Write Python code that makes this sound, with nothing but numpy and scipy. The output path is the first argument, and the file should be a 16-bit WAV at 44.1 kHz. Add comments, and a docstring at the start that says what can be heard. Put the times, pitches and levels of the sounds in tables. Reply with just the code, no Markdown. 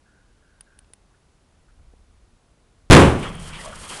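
"""A faint rumble and a few sharp ticks from a small bonfire on a still night; a can lies in the fire.
The can bursts: shock wave, low boom, a jet of gas and coals, a wash of outdoor echoes.
The blast overloads the microphone. As the echoes die, scattered embers come down in a
growing sizzle of tiny impacts, with scuffs of falling debris."""
import sys
import numpy as np
from scipy import signal
from scipy.fft import rfft, irfft
from scipy.io import wavfile

SR = 44100
rng = np.random.default_rng(int(sys.argv[2]) if len(sys.argv) > 2 else 0)


def store_pcm(level_fs):
    """Save levels as 16-bit WAV."""
    pcm = np.round(np.clip(level_fs, -1, 1) * 32767).astype(np.int16)
    wavfile.write(sys.argv[1], SR, np.atleast_2d(pcm).T)


N = 176400
T = np.arange(N) / SR
BURST_S = 2.9005


def from_db(db):
    """Decibels to gain."""
    return 10 ** (np.asarray(db) / 20)


def rms_one(x):
    """Scale to unit rms."""
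    return x / np.sqrt(np.mean(x ** 2) + 1e-20)


def level(points):
    """Gain over time from (time_s, level_db) points."""
    return from_db(np.interp(T, *np.transpose(points)))


def at_hz(points, hz):
    """Interpolate a table over log frequency."""
    freqs_hz, values = np.transpose(points)
    return np.interp(np.log(np.maximum(hz, 1)), np.log(freqs_hz), values)


def coloured(x, spectrum):
    """Shape x by a relative spectrum; rms 1."""
    hz = np.arange(N // 2 + 1) * SR / N
    gain = from_db(at_hz(spectrum, hz)) * (hz > 10)
    return rms_one(irfft(rfft(x) * gain, N))


def noise(spectrum):
    """Coloured noise; rms 1."""
    return coloured(rng.standard_normal(N), spectrum)


def band_noise(low_hz, high_hz):
    """Band-passed noise; rms 1."""
    edges_hz = np.clip([low_hz, high_hz], 10, SR / 2 - 100)
    sos = signal.butter(2, edges_hz, "band", fs=SR, output="sos")
    return rms_one(signal.sosfilt(sos, rng.standard_normal(N)))


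def decay(start_s, t60_s):
    """Step to 1, then exponential decay to a -120 dB floor."""
    return (T >= start_s) * np.exp(-np.log(1000) * np.clip((T - start_s) / t60_s, 0, 2))


def ring(start_s, pitch_hz, t60_s):
    """Damped sine."""
    return decay(start_s, t60_s) * np.sin(2 * np.pi * pitch_hz * (T - start_s))


def swish(start_s, level_db, centre_hz, width_hz, length_s, attack_s=0.0021):
    """Short rush of band noise: attack, hold, release."""
    age_s = np.maximum(T - start_s, 0)
    envelope = (1 - np.exp(-age_s / attack_s)) / (1 + (age_s / length_s) ** 6)
    low_hz = np.hypot(centre_hz, width_hz / 2) - width_hz / 2
    return from_db(level_db) * envelope * band_noise(low_hz, low_hz + width_hz)


def grains(per_s, spread_db):
    """Random clicks of uneven size."""
    sizes = from_db(spread_db * np.minimum(rng.exponential(1, N), 5))
    signs = rng.choice([-1, 1], N)
    return sizes * signs * (rng.random(N) < per_s / SR)


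def flicker(spread_db, rate_hz=70):
    """Fast random gain wander."""
    steps = rng.standard_normal(2000)
    return from_db(spread_db * np.interp(T * rate_hz, np.arange(len(steps)), steps))


def night_air():
    """Faint steady background noise."""
    # freq_hz, density_db
    spectrum = [(59, -26), (100, -4), (158, -7.5), (182, -7.5), (353, -12), (592, -15.5), (1500, -20),
                (1660, -23), (9450, -30.5), (10500, -28), (14000, -83)]
    return from_db(-63) * noise(spectrum)


def rumble():
    """Low noise that swells, sinks and swells again."""
    # time_s, level_db
    levels = [(0, -62.5), (1.5, -60.5), (1.78, -52), (2.05, -53), (2.35, -61), (2.75, -62), (2.87, -49.5),
              (4.0, -50)]
    # freq_hz, density_db
    spectrum = [(15, -7.5), (28, 3), (50, 1.5), (80, -1.5), (150, -27.5), (400, -59)]
    return level(levels) * noise(spectrum)


def hiss(centre_hz=1530, width_hz=220):
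    """Faint narrow hiss that comes and goes."""
    # start_s, level_db, length_s
    spells = [(0.055, -66, 0.19), (0.265, -74, 0.17), (.42, -67, .2), (0.662, -64.5, 0.15)]
    return sum(swish(start_s, level_db, centre_hz, width_hz, length_s)
               for start_s, level_db, length_s in spells)


def ticks():
    """Brief cracks, each with a very high ring."""
    # start_s, level_db, pitch_hz
    events = [(0.6088, -32, 9560), (0.7899, -37, 9360), (0.9355, -33.5, 9600), (3.353, -35.5, 9600),
              (3.95, -34, 10000)]
    # freq_hz, density_db
    crack_spectrum = [(500, -18), (1000, -0.5), (1900, -3), (3200, 3.5), (4200, -3.5), (7000, -4.5),
                      (9800, -9.5), (11000, -30), (12500, -18)]
    crack = from_db(-8) * noise(crack_spectrum)
    sound = np.zeros(N)
    for start_s, level_db, pitch_hz in events:
        tick = ring(start_s, pitch_hz, t60_s=0.015) + crack * decay(start_s, t60_s=0.011)
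        sound += from_db(level_db) * tick
    return sound


def puffs():
    """Soft puffs by the fire."""
    # start_s, level_db, centre_hz, width_hz, length_s
    events = [(0.844, -59, 1990, 3000, .004), (0.899, -51.5, 277, 250, 0.0062),
              (1.11, -62.5, 1080, 500, .012), (1.138, -62.5, 1410, 400, 0.015),
              (1.682, -64.5, 1480, 400, 0.027), (1.788, -62.5, 700, 900, .01), (1.793, -50, 91, 70, 0.038),
              (1.934, -52, 240, 295, 0.0077), (2.508, -57.5, 89, 120, 0.017),
              (2.573, -56, 350, 400, 0.0073)]
    return sum(swish(*event) for event in events)


def shock(level_db=20, push_s=0.0049):
    """Overpressure with a torn front, falling into longer suction; direct, then reflected."""
    # delay_s, gain_db
    reflections = [(.0088, -1), (0.0251, -14), (0.03, -8), (.049, -14.5), (0.071, -25)]
    torn_front = from_db(-3.5) * band_noise(490, 2580)
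    sound = np.zeros(N)
    for delay_s, gain_db in [(0, 0)] + reflections:
        arrival_s = BURST_S + delay_s
        age = np.clip((T - arrival_s) / push_s, 0, 20)
        pressure = (T >= arrival_s) * (1 - age) * np.exp(-age)
        sound += from_db(gain_db) * (pressure + torn_front * decay(arrival_s, t60_s=0.011))
    return from_db(level_db) * sound


def boom():
    """Low ringing after the shock."""
    # pitch_hz, level_db, t60_s
    modes = [(72.9, -1.5, .55), (123.8, 9.5, 0.053), (161.2, 1.5, 0.23), (223.2, -6, 0.49),
             (520, -31, 0.27)]
    return sum(from_db(level_db) * ring(BURST_S, pitch_hz, t60_s) for pitch_hz, level_db, t60_s in modes)


def echoes(build_s=0.024):
    """Diffuse echoes build, die band by band and leave a far, low roll."""
    # freq_hz, density_db
    wash_spectrum = [(25, -16), (70, -3), (105, -2.5), (160, 3), (260, -3), (380, -5), (520, -6),
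                     (650, -13.5), (950, -10.5), (1800, -22.5), (3200, -23.5), (3900, -37), (9500, -35),
                     (11500, -47), (13000, -80)]
    # freq_hz, t60_s
    decay_times = [(40, 0.58), (160, 0.49), (500, 0.51), (2000, .5), (9000, 0.45)]
    # freq_hz, density_db
    far_spectrum = [(20, 6), (32, 9), (55, -12), (80, -1), (115, -4), (160, 3), (205, -1), (270, -12.5),
                    (500, -19), (1000, -22), (3000, -48)]
    edges_hz = np.geomspace(22, 16000, 29)
    centres_hz = np.sqrt(edges_hz[1:] * edges_hz[:-1])
    gains = from_db(at_hz(wash_spectrum, centres_hz)) * np.sqrt(np.diff(edges_hz))
    gains /= np.linalg.norm(gains)
    near_fade = from_db(9.5) * decay(BURST_S, t60_s=0.15)   # early energy from nearby surfaces
    wash = np.zeros(N)
    for low_hz, high_hz, centre_hz, gain in zip(edges_hz, edges_hz[1:], centres_hz, gains):
        fade = decay(BURST_S, at_hz(decay_times, centre_hz)) + near_fade
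        wash += gain * fade * band_noise(low_hz, high_hz)
    far_roll = from_db(-26.5) * decay(BURST_S, t60_s=2.77) * noise(far_spectrum)
    build = np.clip((T - BURST_S) / build_s, 0, 1) ** 4
    return build * (from_db(9) * wash + far_roll)


def spray(delay_s=0.024):
    """Gas and coals jet out as the can splits: bright, short-lived noise."""
    # freq_hz, density_db
    spectrum = [(300, -28), (700, -7.5), (1100, -8), (1600, -11), (3000, -14), (4200, -23), (9500, -36),
                (11500, -38), (13000, -60)]
    return from_db(-3) * decay(BURST_S + delay_s, t60_s=0.24) * noise(spectrum)


def embers():
    """Thousands of tiny impacts: a high sizzle over a patchy rustle."""
    # time_s, level_db
    sizzle_levels = [(2.95, -62), (3.17, -56), (3.195, -43), (3.215, -43.5), (3.24, -45), (3.31, -53.5),
                     (3.46, -48), (3.49, -43.5), (3.57, -51), (3.61, -41.5), (3.665, -45), (3.70, -50.5),
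                     (3.74, -47.5), (3.81, -45), (3.828, -38.5), (3.87, -44), (3.94, -40.5), (3.955, -37.5),
                     (4.0, -40.5)]
    rustle_levels = [(2.95, -71), (3.2, -43.5), (3.26, -32), (3.32, -41.5), (3.44, -44.5), (3.5, -42.5),
                     (3.61, -42.5), (3.68, -43), (3.712, -47), (3.78, -45), (3.81, -48.5), (3.845, -39.5),
                     (3.89, -47), (3.917, -35), (3.95, -40.5), (4.0, -39.5)]
    # freq_hz, density_db
    sizzle_spectrum = [(1500, -1.5), (3000, 0), (4500, 1), (6300, -1.5), (8500, 3.5), (10200, 2.5),
                       (11000, -5.5), (12000, -9), (12700, -51)]
    rustle_spectrum = [(150, -7), (400, -1), (700, -1.5), (1150, 3), (1750, -3), (2200, -3.5), (2500, -6.5),
                       (3250, 2.5), (3800, -19), (6000, -20)]
    # rustle bands: edge_hz
    edges_hz = [100, 500, 900, 1400, 2000, 2700, 7000]
    sparks = coloured(grains(per_s=7000, spread_db=1.5), sizzle_spectrum)
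    sizzle = level(sizzle_levels) * flicker(spread_db=3.1) * sparks
    patter = np.zeros(N)
    for band_hz in zip(edges_hz, edges_hz[1:]):
        sos = signal.butter(2, band_hz, "band", fs=SR, output="sos")
        patter += flicker(spread_db=2.6) * signal.sosfilt(sos, grains(per_s=5700, spread_db=3))
    rustle = level(rustle_levels) * coloured(patter, rustle_spectrum)
    return (T > BURST_S) * (sizzle + rustle)


def scuffs():
    """Larger debris scuffs as it lands."""
    # start_s, level_db, centre_hz, width_hz, length_s
    events = [(3.225, -36.5, 2500, 1300, 0.029), (3.528, -39, 2600, 1390, 0.047),
              (3.591, -43, 1920, 202, 0.032), (3.642, -42.5, 1060, 268, 0.033),
              (3.649, -41.5, 600, 147, 0.069), (3.723, -41, 1270, 380, 0.023),
              (3.742, -49.5, 1390, 240, 0.059), (3.897, -40, 3000, 500, 0.023)]
    return sum(swish(*event) for event in events)


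def scene():
    """Fire, blast and fallout, summed to mono."""
    fire = night_air() + rumble() + hiss() + ticks() + puffs()
    blast = shock() + boom() + echoes() + spray()
    return (fire + blast + embers() + scuffs())[None]


def record(dry, ceiling=0.68, hardness=12, shelf_hz=11460, shelf_db=-16.5, cutoff_hz=15800):
    """Hard input overload; top octave shelved down, then cut."""
    clipped = dry / (1 + np.abs(dry / ceiling) ** hardness) ** (1 / hardness)
    below_shelf = signal.sosfiltfilt(signal.butter(8, shelf_hz, fs=SR, output="sos"), clipped)
    shelved = below_shelf + from_db(shelf_db) * (clipped - below_shelf)
    return signal.sosfiltfilt(signal.ellip(8, 0.05, 60, cutoff_hz, fs=SR, output="sos"), shelved)


dry = scene()
out = record(dry)
store_pcm(out)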